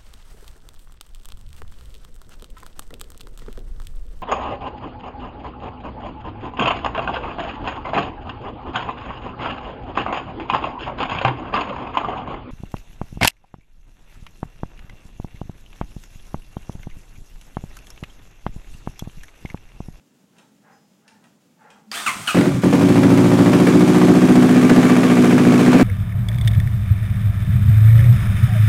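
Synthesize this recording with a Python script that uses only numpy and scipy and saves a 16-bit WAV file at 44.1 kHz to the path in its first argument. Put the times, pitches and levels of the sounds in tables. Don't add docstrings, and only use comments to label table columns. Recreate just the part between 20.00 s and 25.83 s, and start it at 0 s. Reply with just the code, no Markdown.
import sys
import numpy as np
from scipy import signal
from scipy.fft import rfft, irfft, next_fast_len
from scipy.io import wavfile

SR = 44100
rng = np.random.default_rng(int(sys.argv[2]) if len(sys.argv) > 2 else 0)


def wrap_up_sound(samples):
    columns = np.atleast_2d(samples).T
    tamed = np.clip(columns, -1, 1)
    steps = np.round(tamed * 32767).astype(np.int16)
    wavfile.write(sys.argv[1], SR, steps)


N = 257103
TIME = np.arange(N) / SR


# (time [s], boom level [dB], crack level [dB])
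STRAY_BANGS = [(2.37, -14.5, 3), (2.3857, -1.5, 5), (2.41, -4, 5), (2.456, -8, 1), (2.47, -6, -22),
               (2.557, -14, -20), (2.576, -23, -23), (2.7311, -5, 1), (3.033, -20, 1), (3.533, -28, 1.5),
               (3.671, -28, 5.5), (4.696, -10.5, 4.5)]
def exhaust(s, boom_db, crack_db):
    bang_s, bang_boom_db, bang_crack_db = np.transpose(STRAY_BANGS)
    boom = pipe_boom(clicks(s, boom_db) + clicks(bang_s, bang_boom_db))
    return boom + bark(s, crack_db) + puffs(s, crack_db, clicks(bang_s, bang_crack_db)) + chuffs()


# (pitch [Hz], width [Hz], level at microphone place 0, 1, 2 [dB])
PIPE_NOTES = [(111.8, 28, -5.5, -12.5, -13), (141.9, 6, 0.5, -8, -1), (179.5, 20.4, -1, 0.5, -6),
              (249.1, 10.9, -1.5, -1, 5.5), (275.6, 6.25, 5.5, 4.5, 2), (304, 20.2, -7, -1.5, -11.5),
              (360.9, 14.3, -2.5, -2.5, -8), (413.3, 21.6, -46, -13, -9), (472, 55, -27.5, -22, -14.5),
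              (610, 74, -24, -31, -23.5)]
def pipe_boom(pulses):
    place, _ = microphone_path()
    ring = sum((-1) ** k * np.interp(place, [0, 1, 2], amp(db)) * resonate(pulses, hz, width)
               for k, (hz, width, *db) in enumerate(PIPE_NOTES))
    muffled = signal.sosfilt(signal.butter(2, 1300, fs=SR, output="sos"), ring)
    return amp(45) * signal.sosfilt(signal.butter(4, 95, "highpass", fs=SR, output="sos"), muffled)


# (frequency [Hz], relative level [dB])
BARK_TONE = [(100, -44), (250, -14), (480, -3.5), (720, 6), (1050, -2), (1450, -10), (2000, -21.5),
             (4000, -20), (16000, -55)]
def bark(s, crack_db):
    place, _ = microphone_path()
    cracks = colour(clicks(s + 0.001019, crack_db), BARK_TONE)
    return amp(-24.5 - 2.5 * place) * steady(room(cracks, wet_db=2.2, sway_hz=0.26))


# (frequency [Hz], relative level [dB])
RUSH_TONE = [(150, -54.5), (450, 13), (800, 0), (1200, -1), (1800, 3.5), (2400, -5), (3200, -11),
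             (4500, -16.5), (8000, -21.5), (16000, -35)]
def puffs(s, crack_db, bangs):
    lag_s, echo_s, rise_s, fall_s = 0.0021, 0.0068, 0.0008, 0.005
    _, near_db = microphone_path()
    jets = clicks(s + lag_s, crack_db) + clicks(s + lag_s + echo_s, crack_db - 13.5) + bangs
    flow = fade(fade(jets, fall_s), rise_s)
    rush = colour(flow * rng.standard_normal(N), RUSH_TONE)
    return amp(-29 + near_db) * steady(room(rush, wet_db=-5))


# (time [s], level [dB])
AIR_PUSHES = [(2.085, -40), (2.158, -35), (2.2, -43), (2.28, -55), (2.5, -16.5), (2.547, -19), (2.578, -28)]
# (frequency [Hz], relative level [dB])
CHUFF_TONE = [(40, -36.5), (75, -17), (120, 6.5), (190, 2), (300, -12), (700, -40), (3000, -78)]
def chuffs():
    return fade(clicks(*np.transpose(AIR_PUSHES)), seconds=0.038) * noise(CHUFF_TONE)


# (point in the cycle [0-1], boom level [dB], crack level [dB])
FIRING_PATTERN = [(0, -2.5, 1), (.24, 0, -7.5), (0.52, -5, -19.5), (.746, -5.5, -14.5)]
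def firings():
    points, cylinder_boom_db, cylinder_crack_db = np.transpose(FIRING_PATTERN)
    s = cycle_times(points)
    late, strong, sharp, whole_cycle = rng.standard_normal((*s.shape, 4)).transpose(2, 0, 1)
    boom_db = burn(s) + cylinder_boom_db + 1.84 * strong
    crack_db = 1.9 * burn(s) + cylinder_crack_db + 1.8 * sharp + 0.4 * whole_cycle[:, :1]
    return s + 0.00018 * late, boom_db, crack_db


# (time [s], speed [turns per minute])
ENGINE_SPEED = [(2.3455, 1260.8), (2.635, 1226.2), (2.9, 1681.7), (3.06, 1643.9), (3.24, 1710.7),
                (3.32, 1639.2), (3.62, 1764.2), (3.76, 1713.2), (4.28, 1786.3), (4.32, 1745.9),
                (4.64, 1780.5), (5.14, 1766.1), (5.18, 1721.3), (5.54, 1679.4), (5.8, 1829.4)]
CATCH_S = ENGINE_SPEED[0][0]
def cycle_times(points):
    rpm, = curves(ENGINE_SPEED)
    cycles = np.cumsum(rpm * (TIME >= CATCH_S)) / (60 * 2 * SR)
    wanted = np.arange(np.ceil(cycles[-1]))[:, None] + np.maximum(points, 1e-6)
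    return np.interp(wanted, cycles, TIME, right=2 * TIME[-1])


def burn(s):
    fuel_s, recover_s = 2.62, 0.78
    starving = -1.5 - 401 * (s - CATCH_S) ** 2
    recovering = -1.5 * np.exp(-abs(s - fuel_s) / recover_s)
    return np.where(s < fuel_s, starving, recovering)


# (point in the cycle [0-1], level [dB])
VALVE_TICKS = [(.035, 1), (.12, -6), (0.271, 0.5), (.335, -7), (.53, -2.5), (.82, -1)]
# (frequency [Hz], relative level [dB])
RATTLE_TONE = [(200, -14), (600, 2), (1200, 4), (1900, 0.5), (2400, -2), (3300, -2), (4500, -6.5),
               (6500, -6.5), (8500, -8), (11000, -12), (14000, -19), (16000, -21)]
# (pitch [Hz], width [Hz], relative level [dB])
COVER_NOTES = [(1175, 85, -6.5), (1555, 420, -5.5), (2300, 290, -5.5)]
def valve_gear():
    _, near_db = microphone_path()
    rpm, = curves(ENGINE_SPEED)
    tick_s, knock_s = cycle_times(np.transpose(VALVE_TICKS)[0]), cycle_times([0.0418])
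    tick_db = np.transpose(VALVE_TICKS)[1] + 1.26 * rng.standard_normal(tick_s.shape)
    ticks, chain = steady(fade(clicks(tick_s, tick_db), seconds=0.0055)), amp(6.5)
    effort = (TIME > CATCH_S) * (rpm / np.median(rpm)) ** 0.65 * amp(0.25 * burn(TIME))
    rattle = steady(effort * (ticks + chain) * amp(2.66 * drift(hz=525)) * noise(RATTLE_TONE))
    knocks = clicks(knock_s, burn(knock_s) + 1.5 * rng.standard_normal(knock_s.shape))
    blows = rattle + amp(-5) * steady(colour(knocks, RUSH_TONE))
    cover = sum(amp(db + 2.24 * near_db - 5) * steady(resonate(blows, hz, width))
                for hz, width, db in COVER_NOTES)
    return amp(-32) * room(amp(0.042 * near_db) * rattle + cover, wet_db=-6)


# (multiple of the rate at which teeth meet [x], relative level [dB])
GEAR_TONES = [(1, -0.5), (2, 0.5), (3, -15), (6, -15.5)]
# (frequency [Hz], relative level [dB])
WHIRR_TONE = [(35, -45.5), (60, -36), (98, -20), (168, -17), (212, -3), (515, -16.5), (698, -1.5),
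              (968, -7), (1200, 2), (1410, 0.5), (1660, -5), (2050, -1.5), (5330, -10.5), (8320, -8.5),
              (16000, -22.5)]
# (frequency [Hz], relative level [dB])
CLACK_TONE = [(200, -23), (1200, 4), (3000, 8), (4200, -2), (4800, 18), (5600, 0), (9000, -8), (16000, -23)]
def starter():
    tooth_hz, whirr_gain, whine_gain = cranking()
    teeth = np.cumsum(tooth_hz * (1 + 0.032 * drift(hz=450))) / SR
    whine = unit(sum(amp(db + 3.5 * drift(hz=200)) * np.sin(2 * np.pi * k * teeth)
                     for k, db in GEAR_TONES))
    housing = resonate(resonate(rng.standard_normal(N), hz=8550, width=600), hz=8480, width=480)
    whirr = (noise(WHIRR_TONE) + amp(-11) * unit(housing)) * amp(1.9 * drift(hz=400) - 2.5)
    clack = fade(clicks([1.9155], [-24]), seconds=0.007) * noise(CLACK_TONE)
    thump = amp(-41.5) * np.exp(-((TIME - 1.905) / 0.033) ** 2) * np.sin(2 * np.pi * 215 * TIME)
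    return room(whirr_gain * whirr + whine_gain * whine + clack, wet_db=-5.5) + thump


# (time [s], pitch it sags towards [Hz], load [dB])
SQUEEZES = [(2.062, 1040, 0), (2.273, 1250, 0)]
def cranking():
    press_s, release_s, free_hz = 1.912, 2.38, 1900
    running, coasting = np.maximum(TIME - press_s, 0), np.maximum(TIME - release_s, 0)
    spin = 1 - np.exp(-running / 0.024)
    tooth_hz, load = free_hz * spin * np.exp(-coasting / 0.25), np.zeros(N)
    lag_s, slow_down_s, speed_up_s = 0.036, 0.044, 0.077
    rise_s, hold_s, fall_s = 0.0025, 0.019, 0.022
    for s, slowest_hz, db in SQUEEZES:
        t = TIME - s
        sag = np.exp(-((t - lag_s) / np.where(t < lag_s, slow_down_s, speed_up_s)) ** 2)
        tooth_hz *= 1 - (1 - slowest_hz / free_hz) * sag
        load += amp(db) * np.clip(t / rise_s, 0, 1) * np.exp(-np.maximum(t - hold_s, 0) / fall_s)
    first_surge = np.exp(-(running / 0.1) ** 2)
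    turning = spin * amp(-69 * coasting)
    whirr_gain = turning * (amp(-35) + amp(-30.5) * first_surge + amp(-28) * load)
    whine_gain = turning * (amp(-32.5) * first_surge + amp(-21.5) * load)
    return tooth_hz, whirr_gain, whine_gain


# (time [s], level [dB], time to swell or fade [s])
SOLE_SCUFFS = [(0.394, -61, 0.048), (0.693, -56, 0.056), (1.102, -62, 0.071), (1.246, -58.5, 0.019),
               (1.645, -54, 0.052), (1.74, -58.5, 0.062)]
# (time [s], level [dB])
HEEL_TAPS = [(.366, -60), (.384, -49.5), (1.079, -46.5), (1.24, -54.5), (1.703, -47.5)]
# (frequency [Hz], relative level [dB])
SCUFF_TONE = [(240, -62), (400, -30), (426, -3), (730, -7.5), (817, 4.5), (962, -5.5), (1630, -3.5),
              (3330, -29), (8000, -39), (10400, -63), (17600, -120)]
TAP_TONE = [(300, -14), (900, -11), (2600, 8.5), (4500, -2), (9500, -4), (13000, -23), (16000, -28)]
def shoes():
    sliding = sum(amp(db) * np.exp(-((TIME - s) / swell_s) ** 2) for s, db, swell_s in SOLE_SCUFFS)
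    taps = fade(clicks(*np.transpose(HEEL_TAPS)), seconds=0.0059)
    return room(sliding * noise(SCUFF_TONE) + taps * noise(TAP_TONE), wet_db=-0.5)


# (pitch [Hz], level before the fade is applied [dB])
IGNITION_TONES = [(5082, -72), (6083, -77), (6982, -77)]
def ignition_whine():
    swell = np.interp(TIME, [0.71, 0.73, 0.82, 1.0, 1.12], [0, 2.2, 0.8, 0.4, 0])
    return swell * sum(amp(db) * np.sin(2 * np.pi * np.cumsum(hz * (1 + 0.0022 * drift(hz=120))) / SR)
                       for hz, db in IGNITION_TONES)


# (frequency [Hz], relative level [dB])
HUSH_TONE = [(24, -63), (40, -38), (140, 1), (215, 8), (372, -6), (630, -8.5), (697, -14), (831, -13),
             (1120, -16), (2260, -19.5), (2840, -18), (4240, -22), (7360, -20), (8130, -24.5), (16000, -30)]
def room_hush():
    return amp(-58.5) * noise(HUSH_TONE) * amp(drift(hz=8.2))


# (frequency [Hz], time to fade by 60 dB [s])
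ECHO_TIMES = [(150, 0.96), (500, 0.55), (2000, 0.29), (6000, 0.47), (15000, 0.18)]
def room(x, wet_db, sway_hz=4.3, count=3):
    wet = np.zeros(N)
    for k in range(count):
        echoes = rng.choice([-1., 1.], SR) * (rng.random(SR) < 3000 / SR) * (TIME[:SR] > 0.005)
        hz, t, bands = signal.stft(echoes, SR, nperseg=256)
        tail = signal.istft(bands * amp(-60 * t / read(ECHO_TIMES, hz)[:, None]), SR, nperseg=256)[1]
        share = np.sqrt(2 / count) * np.cos(np.pi * (sway_hz * TIME + k / count))
        wet += signal.fftconvolve(x * share, tail / np.linalg.norm(tail))[:N]
    return x + amp(wet_db) * wet


# (time [s], place [0 = pipe mouth, 2 = engine])
MIC_PLACE = [(2.3, 0.69), (2.9, 0.15), (3.3, 0), (3.75, 0.97), (4.1, 1), (4.55, 1.67)]
# (time [s], boost [dB])
MIC_NEARNESS = [(2.4, 0), (3.2, 0), (4.3, 0.5), (4.8, 3), (5.3, 2), (5.8, 4)]
def microphone_path():
    return curves(MIC_PLACE)[0], curves(MIC_NEARNESS)[0]


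def amp(db):
    return 10 ** (np.asarray(db) / 20)


def unit(x):
    return x / np.sqrt(np.mean(x ** 2) + 1e-20)


def steady(x):
    return x / np.sqrt(np.mean(x[N // 2:] ** 2) + 1e-20)


def read(points, hz):
    f, value = np.transpose(points)
    return np.interp(np.log(hz + 1), np.log(f), value)


def curves(rows):
    s, *columns = np.transpose(rows)
    return [np.interp(TIME, s, c) for c in columns]


def noise(tone):
    size = next_fast_len(N)
    gain = amp(read(tone, np.fft.rfftfreq(size, 1 / SR)))
    return unit(irfft(rfft(rng.standard_normal(size)) * gain, size)[:N])


def drift(hz):
    return unit(signal.sosfilt(signal.butter(2, hz, fs=SR, output="sos"), rng.standard_normal(N)))


def colour(x, tone, size=4096):
    log_gain = np.log(amp(read(tone, abs(np.fft.fftfreq(size, 1 / SR)))))
    response = np.fft.ifft(np.exp(np.conj(signal.hilbert(log_gain)))).real
    return signal.oaconvolve(x, response[:size // 2])[:N]


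def clicks(s, db):
    at = np.round(np.ravel(s) * SR).astype(int)
    return np.bincount(np.maximum(at, 0), amp(np.ravel(db)), N)[:N]


def fade(x, seconds):
    return signal.lfilter([1], [1, -np.exp(-1 / (SR * seconds))], x)


def resonate(x, hz, width):
    return signal.lfilter(*signal.iirpeak(hz, hz / width, SR), x)


def scene():
    return (exhaust(*firings()) + valve_gear() + starter() + shoes() + ignition_whine() + room_hush())[None]


def record(dry):
    ceiling, hardness = 0.735, 6.5
    rounded = dry / (1 + abs(dry / ceiling) ** hardness) ** (1 / hardness)
    treble_cut = signal.firwin(1023, 15950, window=("kaiser", 9), fs=SR)
    return signal.oaconvolve(rounded, treble_cut[None], "same")


dry = scene()
out = record(dry)
wrap_up_sound(out)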